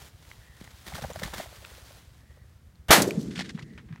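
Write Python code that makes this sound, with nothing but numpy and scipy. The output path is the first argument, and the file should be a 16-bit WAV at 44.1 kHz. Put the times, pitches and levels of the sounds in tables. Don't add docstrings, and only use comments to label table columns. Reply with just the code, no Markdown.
import sys
import numpy as np
from scipy import signal
from scipy.fft import rfft, irfft, next_fast_len
from scipy.io import wavfile
from scipy.ndimage import uniform_filter1d, map_coordinates

SR = 44100
rng = np.random.default_rng(int(sys.argv[2]) if len(sys.argv) > 2 else 0)


def file_out(sig):
    cols = np.atleast_2d(sig).T
    lim = np.clip(cols, -1, 1)
    pcm = np.round(lim * 32767).astype(np.int16)
    wavfile.write(sys.argv[1], SR, pcm)


def to_linear_factor(level_db):
    exponent = np.asarray(level_db, float) / 20
    return 10 ** exponent


N = 176400
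TIME = np.arange(N) / SR
SHOT_S = 2.906

# freq_hz, level_db
NEAR_COLOUR = [(24, -69.5), (40, -32.5), (159, -14.5), (312, -6), (516, -1.5), (1850, -2.5), (2380, -6),
               (14500, -17), (16000, -36.5)]
# freq_hz, fade_s
NEAR_FADE = [(60, .12), (400, 0.81), (750, 0.26), (5000, 0.25), (14000, 0.23)]
# freq_hz, level_db
FAR_COLOUR = [(290, -41), (500, -16.5), (1670, -15.5), (7310, -18), (14000, -34.5), (16000, -60.5)]
# freq_hz, level_db
ROLL_COLOUR = [(35, -54), (60, -16.5), (183, -1.5), (446, -14.5), (538, -28), (1200, -44.5), (1560, -71),
               (2640, -120)]
# freq_hz, level_db
DEEP_COLOUR = [(50, -29), (85, -4), (130, -3.5), (220, -9), (400, -30), (900, -91)]
# start_s, peak_db, pitch_hz
PEALS = [(3.003, -15.5, 211), (3.017, -17.5, 303), (3.076, -14.5, 378), (3.175, -14.5, 193),
         (3.19, -20.5, 190), (3.232, -22.5, 231), (3.282, -26, 227), (3.372, -23.5, 171), (3.391, -25, 187),
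         (3.405, -27.5, 180), (3.546, -21, 168.7), (3.625, -28.5, 140), (3.648, -35.5, 116),
         (3.904, -28, 153), (3.922, -26, 130)]
# freq_hz, level_db
SLAP_COLOUR = [(1000, -17.5), (6500, 4.5), (15500, -9.0)]
# freq_hz, level_db
LATE_COLOUR = [(1500, -15.5), (5000, 2.5), (15500, -15.5)]
# start_s, peak_db, pitch_hz
LEAD_BUMP = [
    (2.898, -16, 60),
]
# freq_hz, width_hz, level_db
LEAD_RING = [(1550, 350, -1), (2840, 200, 1.5), (350, 680, 3)]

# start_s, peak_db, pitch_hz
NEAR_BEATS = [(0.922, -37, 760), (0.982, -34.5, 770), (.989, -34.5, 690), (1.039, -34.5, 770),
              (1.045, -31.5, 595), (1.101, -32, 526), (1.105, -39.5, 740), (1.113, -41, 600),
              (1.158, -32.5, 670), (1.219, -29.5, 550), (1.279, -38, 810), (1.333, -34, 910),
              (1.34, -33.5, 588), (1.399, -29, 697), (1.459, -40.5, 676), (1.525, -44.5, 590),
              (1.626, -46.5, 585), (1.715, -46.5, 520), (1.779, -46.5, 560), (1.842, -54, 640),
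              (1.907, -47, 597), (1.971, -52.5, 560)]
# start_s, peak_db
FAR_BEATS = [
    (2.094, -64),
    (2.232, -61),
    (2.305, -54),
    (2.373, -51.5),
    (2.442, -60),
    (2.504, -65),
    (2.562, -66),
    (2.641, -68),
]
# freq_hz, level_db
FLAP_COLOUR = [(90, -17), (180, 7.5), (320, -7), (700, 3.5), (2000, -5.5), (5000, -62.0)]
# start_s, peak_db, pitch_hz
THUMPS = [
    (0.932, -34.5, 77.5),
    (1.052, -34.5, 72),
    (1.16, -38, 80),
    (1.25, -37, 50),
    (1.301, -40, 63),
]
# start_s, peak_db, pitch_hz
KNOCKS = [(0.613, -37.5, 173), (0.874, -39, 175), (0.938, -33, 146), (1.024, -34, 173), (1.036, -34, 166),
          (1.045, -32, 160), (1.084, -41.5, 170), (1.115, -40, 169), (1.173, -39, 137), (1.198, -41, 130),
          (1.229, -30, 178), (1.253, -32, 169), (1.386, -36.5, 181)]

# time_s, level_db
WADING = [(0, -57), (.075, -56), (.11, -67.5), (.3, -61.5), (.5, -66.5), (.62, -62.5), (.84, -60.5),
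          (.9, -53), (1.15, -56), (1.32, -53), (1.42, -51), (1.46, -56.5), (1.6, -57), (1.97, -59.5),
          (2.02, -66), (2.3, -73), (2.859, -79.5)]
# freq_hz, level_db
LEAF_COLOUR = [(120, -29.5), (200, -9), (322, -4), (635, -2.5), (709, -2.5), (3190, -4), (14300, -15),
               (16000, -15.5)]
# start_s, level_db, length_s
BRUSHES = [(0.2215, -43.5, 0.02), (0.598, -38.5, 0.03), (0.638, -42.5, 0.034), (0.7035, -37.5, 0.014),
           (0.861, -33.5, 0.02), (.876, -31.5, .035), (0.9426, -26, 0.04), (1.008, -36, .008),
           (1.018, -27.5, 0.018), (1.188, -30.5, 0.016), (1.2285, -21.5, 0.028), (1.27, -36, .025),
           (1.331, -30.5, 0.084), (1.377, -36, 0.05)]
# freq_hz, level_db
BRUSH_COLOUR = [(300, 0.5), (1000, -3.5), (2000, 0.5), (2700, -7), (3500, -2), (4800, -7.5), (15500, -17.5)]
# start_s, level_db, length_s
DEBRIS = [(3.304, -38.5, 0.036), (3.3518, -29, 0.071), (3.388, -25.5, 0.027), (3.414, -34.5, 0.0094),
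          (3.441, -39, 0.039), (3.489, -33, 0.022), (3.541, -46, 0.024), (3.588, -39.5, 0.02),
          (3.62, -33, 0.012), (3.692, -50.5, 0.025), (3.73, -52, 0.019), (3.7764, -50, 0.02)]
# freq_hz, level_db
DEBRIS_COLOUR = [(500, -22), (1800, 2.5), (4500, -2.5), (9000, -17.5), (15500, -40)]
# start_s, level_db, length_s
HUSKS = [(3.357, -41, 0.02), (3.44, -42, 0.024), (3.485, -44, .02), (3.57, -38.5, 0.023),
         (3.582, -38.5, .02), (3.61, -44, .01), (3.7764, -34, .02), (3.8, -56, 0.13), (3.884, -44, .015),
         (3.902, -50, 0.019), (3.922, -43, 0.04), (3.955, -46.5, 0.013), (3.972, -45, 0.014)]
# freq_hz, level_db
HUSK_COLOUR = [(500, -7.5), (1100, -3), (1900, 1.5), (2700, -3), (5000, -19), (15500, -47.5)]
# start_s, peak_db, ring_hz
SNAPS = [(0.3147, -32, 2150), (0.6759, -36, 1930), (.676, -41, 794), (0.8773, -37, 1860),
         (.9382, -30.5, 2120), (.9546, -29.5, 1440), (1.0215, -34, 1430), (1.0399, -29, 1610),
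         (1.196, -30.5, 2050), (1.2346, -17, 1770), (1.645, -38, 1900), (3.362, -47, 1860),
         (3.3925, -23, 1700), (3.3925, -24.5, 785), (3.401, -25, 2850), (3.4087, -22, 1740),
         (3.4087, -26.5, 847), (3.496, -30.5, 2010), (3.503, -38.5, 1490), (3.589, -35.5, 890),
         (3.5932, -32, 1820), (3.612, -44.5, 1250), (3.7777, -36, 2390), (3.782, -40, 1400),
         (3.9265, -40.5, 1680), (3.96, -40, 1790), (3.959, -42.5, 1000)]
# start_s, peak_db, ring_hz
TICKS = [(.613, -32.5, 330), (1.1335, -36, 7160), (1.6496, -30.5, 2680), (1.649, -32, 1450),
         (2.7562, -53.5, 4220), (3.1082, -18.5, 2400), (3.1082, -35, 4530), (3.1082, -39, 6400),
         (3.1082, -36, 12070), (3.6262, -37, 2756), (3.6262, -42, 4600), (1.2348, -31, 3570)]

# start_s, length_s, level_db
CAWS = [
    (.38, .26, -62),
    (2.17, .31, -70),
    (3.62, .18, -62),
]
# freq_hz, width_hz, level_db
PUMP_BODY = [(67, 30, -1), (108, 84, -0.5)]
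# freq_hz, level_db
AIR_COLOUR = [(35, -29), (70, -1), (150, -10), (300, -23), (800, -32.5), (1900, -33), (3000, -39.5),
              (15500, -47)]


def unit(x):
    return x / np.sqrt(np.mean(x ** 2) + 1e-20)


def along(points, hz):
    f, v = np.transpose(points)
    return np.interp(np.log(hz + 1), np.log(f + 1), v)


def wobble(rate):
    knots = rng.standard_normal(int(N * rate / SR) + 4)
    return map_coordinates(knots, [TIME * rate])


def filtered(x, response):
    m = next_fast_len(len(x) + 8192)
    return irfft(rfft(x, m) * response(np.fft.rfftfreq(m, 1 / SR)), m)[:len(x)]


def noise(colour, grain_db=0, rate=900):
    raw = rng.standard_normal(N) * to_linear_factor(grain_db * wobble(rate))
    return unit(filtered(raw, lambda hz: to_linear_factor(along(colour, hz))))


def resonances(peaks):
    return lambda f: sum(to_linear_factor(db) * 1j * f * w / (c * c - f * f + 1j * f * w) for c, w, db in peaks)


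def puffs(rows, width_s, lag_s, sag=0.033, rise=1):
    out = np.zeros(N)
    for (s, db, hz), width, lag in zip(rows, width_s, lag_s):
        t = TIME - s - lag
        near = np.abs(t) < 5 * width
        u = t[near]
        swell = np.exp(-.5 * (u / width / np.where(u < 0, rise, 1)) ** 2)
        turns = hz * u * (1 - sag * u / width / 5)
        out[near] += to_linear_factor(db) * swell * np.cos(2 * np.pi * turns + rng.uniform(0, 2 * np.pi))
    return out


def bursts(rows, rise_s):
    out = np.zeros(N)
    for s, db, length in rows:
        t = TIME - s
        out += to_linear_factor(db) * np.clip(t / rise_s, 0, 1) * np.exp(-(t / length) ** 2)
    return out


def since_shot():
    return np.maximum(TIME - SHOT_S, 0)


def muzzle_push():
    u = since_shot() / 0.00039
    return -to_linear_factor(4) * (TIME >= SHOT_S) * (1 - u / 2) * np.exp(-u / 2) * np.minimum(u * 4, 1)


def near_echoes():
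    hold_s = 0.027
    hz, frames, z = signal.stft(noise(NEAR_COLOUR, grain_db=1, rate=1500), SR, nperseg=256)
    fading_s = np.maximum(frames - SHOT_S - hold_s, 0)
    z = z * to_linear_factor(-60 * fading_s / along(NEAR_FADE, hz)[:, None])
    echoes = signal.istft(z, SR, nperseg=256)[1][:N]
    rise = np.clip((TIME - SHOT_S - .0006) / 0.0011, 0, 1)
    return to_linear_factor(-9.5 + 0.29 * wobble(43)) * echoes * rise


def low_roll():
    late = since_shot()
    level_db = -24.5 - 60 * late / 1.92 + 2 * np.tanh(wobble(35))
    roll = np.minimum(late / 0.026, 1) * to_linear_factor(level_db) * noise(ROLL_COLOUR)
    deep = np.minimum(late / .2, 1) * to_linear_factor(-33.5 - 60 * late / 3.8) * noise(DEEP_COLOUR)
    widths = [0.67 / hz for s, db, hz in PEALS]
    lags = [1.0 / hz for s, db, hz in PEALS]
    return roll + deep + puffs(PEALS, widths, lags)


def bank_slap():
    length_s = 0.018
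    slaps = bursts([(3.017, 0, length_s), (3.071, -16.5, length_s)], rise_s=.003)
    return to_linear_factor(-23.5) * slaps * noise(SLAP_COLOUR, grain_db=5.0)


def far_tail():
    t = TIME - SHOT_S
    level_db = -44 - 60 * since_shot() / 1.76 + 1.5 * wobble(38)
    tail = (t >= 0) * to_linear_factor(level_db) * noise(FAR_COLOUR, grain_db=2.0)
    swell = np.exp(-.5 * ((t - .31) / 0.016) ** 2)
    return tail + to_linear_factor(-49.5) * swell * noise(LATE_COLOUR, grain_db=3.5)


def lead_in():
    t = TIME - SHOT_S
    ahead = (t < 0) * np.clip(1 + t / .022, 0, 1)
    ring = unit(filtered(rng.standard_normal(N), lambda f: resonances(LEAD_RING)(f) * (f < 3800)))
    hiss = to_linear_factor(-38.5) * (ahead > 0) * noise(NEAR_COLOUR)
    return to_linear_factor(-22.5) * ahead * ring + hiss + puffs(LEAD_BUMP, [.003], [0])


def shot():
    echoes = filtered(near_echoes() + low_roll(), lambda f: (1j * f / (60 + 1j * f)) ** 6)
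    return muzzle_push() + echoes + bank_slap() + far_tail() + lead_in()


def wings():
    beats = list(NEAR_BEATS) + [(s, db, 560) for s, db in FAR_BEATS]
    count = len(beats)
    claps = puffs(beats, [0.0024] * count, [0.00254] * count, sag=0.18, rise=0.69)
    swell = sum(to_linear_factor(db) * np.exp(-.5 * ((TIME - s - .004) / .006) ** 2) for s, db, hz in beats)
    whoosh = to_linear_factor(-19.5) * noise(LEAF_COLOUR, grain_db=6.5)
    flap = to_linear_factor(-12) * noise(FLAP_COLOUR, grain_db=1.5, rate=250)
    return claps + swell * (whoosh + flap)


def air_pushes():
    low = list(THUMPS) + list(KNOCKS)
    widths = [0.65 / hz for s, db, hz in THUMPS] + [0.54 / hz for s, db, hz in KNOCKS]
    return puffs(low, widths, [0.685 / hz for s, db, hz in low])


def leaves():
    s, db = np.transpose(WADING)
    level_db = np.interp(TIME, s, db) + 5 + 1.4 * np.tanh(wobble(23.0))
    out = to_linear_factor(level_db) * noise(LEAF_COLOUR, grain_db=2.0)
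    kinds = ((BRUSHES, BRUSH_COLOUR, 0.0054), (DEBRIS, DEBRIS_COLOUR, 0.0062), (HUSKS, HUSK_COLOUR, 0.0062))
    for rows, colour, rise_s in kinds:
        rub = noise(colour, grain_db=2.5, rate=450) * to_linear_factor(1.8 * wobble(90))
        out += to_linear_factor(-11) * bursts(rows, rise_s) * rub
    return out


def stalks():
    out = np.zeros(N)
    t = TIME[:SR // 40]
    for s, db, hz in list(SNAPS) + list(TICKS):
        drift = np.cumsum(rng.normal(0, 0.051, len(t)))
        ring = to_linear_factor(-60 * t / 0.0096) * np.sin(2 * np.pi * hz * t + drift)
        dull = uniform_filter1d(uniform_filter1d(rng.standard_normal(len(t)), size=4), size=3)
        crack = to_linear_factor(-0.8 - 60 * t / 0.0056) * dull
        out[round(s * SR):][:len(t)] += to_linear_factor(db) * np.minimum(t * 4000, 1) * (ring + crack)
    return out


def pump():
    first_s, period_s, exhaust_s = .024, .12, 0.034
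    exhaust_db, scatter_db = -6.5, 1.5
    blows = np.zeros(N)
    for k, (a, b, c, d) in enumerate(np.tanh(rng.standard_normal((40, 4)))):
        s = first_s + k * period_s
        firing = (s + 0.0097 * a, scatter_db * b)
        exhaust = (s + exhaust_s + 0.015 * c, exhaust_db + scatter_db * d)
        for at, db in (firing, exhaust):
            blows[min(abs(round(at * SR)), N - 1)] = to_linear_factor(db)
    thuds = filtered(blows, lambda f: resonances(PUMP_BODY)(f) ** 2 / (1 + 1j * f / 116) ** 3)
    return to_linear_factor(-39 - 16) * unit(thuds)


def crow():
    hoarse = rng.standard_normal(N) * (1 + 0.13 * np.sin(2 * np.pi * 70 * TIME))

    def throat(hz):
        peaks = [(hz, 210, 0), (2150, 900, -15)]
        return unit(filtered(hoarse, lambda f: resonances(peaks)(f) ** 2))

    low, high = throat(1800), throat(1800 + 110)
    out = np.zeros(N)
    for s, length, db in CAWS:
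        arch = np.sin(np.pi * np.clip((TIME - s) / length, 0, 1))
        out += to_linear_factor(db) * np.minimum(2 * arch, 1) * (arch * high + (1 - arch) * low)
    return out


def field_air():
    duck_db = -4 * (TIME > SHOT_S) * np.exp(-since_shot() / 3)
    return to_linear_factor(duck_db) * to_linear_factor(-57 + 0.53 * wobble(7.7)) * noise(AIR_COLOUR)


def scene():
    bird = wings() + air_pushes()
    plot = leaves() + stalks()
    return (shot() + bird + plot + pump() + crow() + field_air())[None]


def top_cut(x):
    return signal.sosfilt(signal.butter(12, 16440, fs=SR, output="sos"), x)


def record(dry):
    ceiling = .97
    soft = dry[0] / (1 + np.abs(dry[0] / ceiling) ** 8) ** (1 / 8)

    def microphone(f):
        return (f < 15900) * to_linear_factor(-2 * np.exp(-((f - 2645) / 430) ** 2))

    return top_cut(filtered(soft, microphone)[None])


dry = scene()
out = record(dry)
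file_out(out)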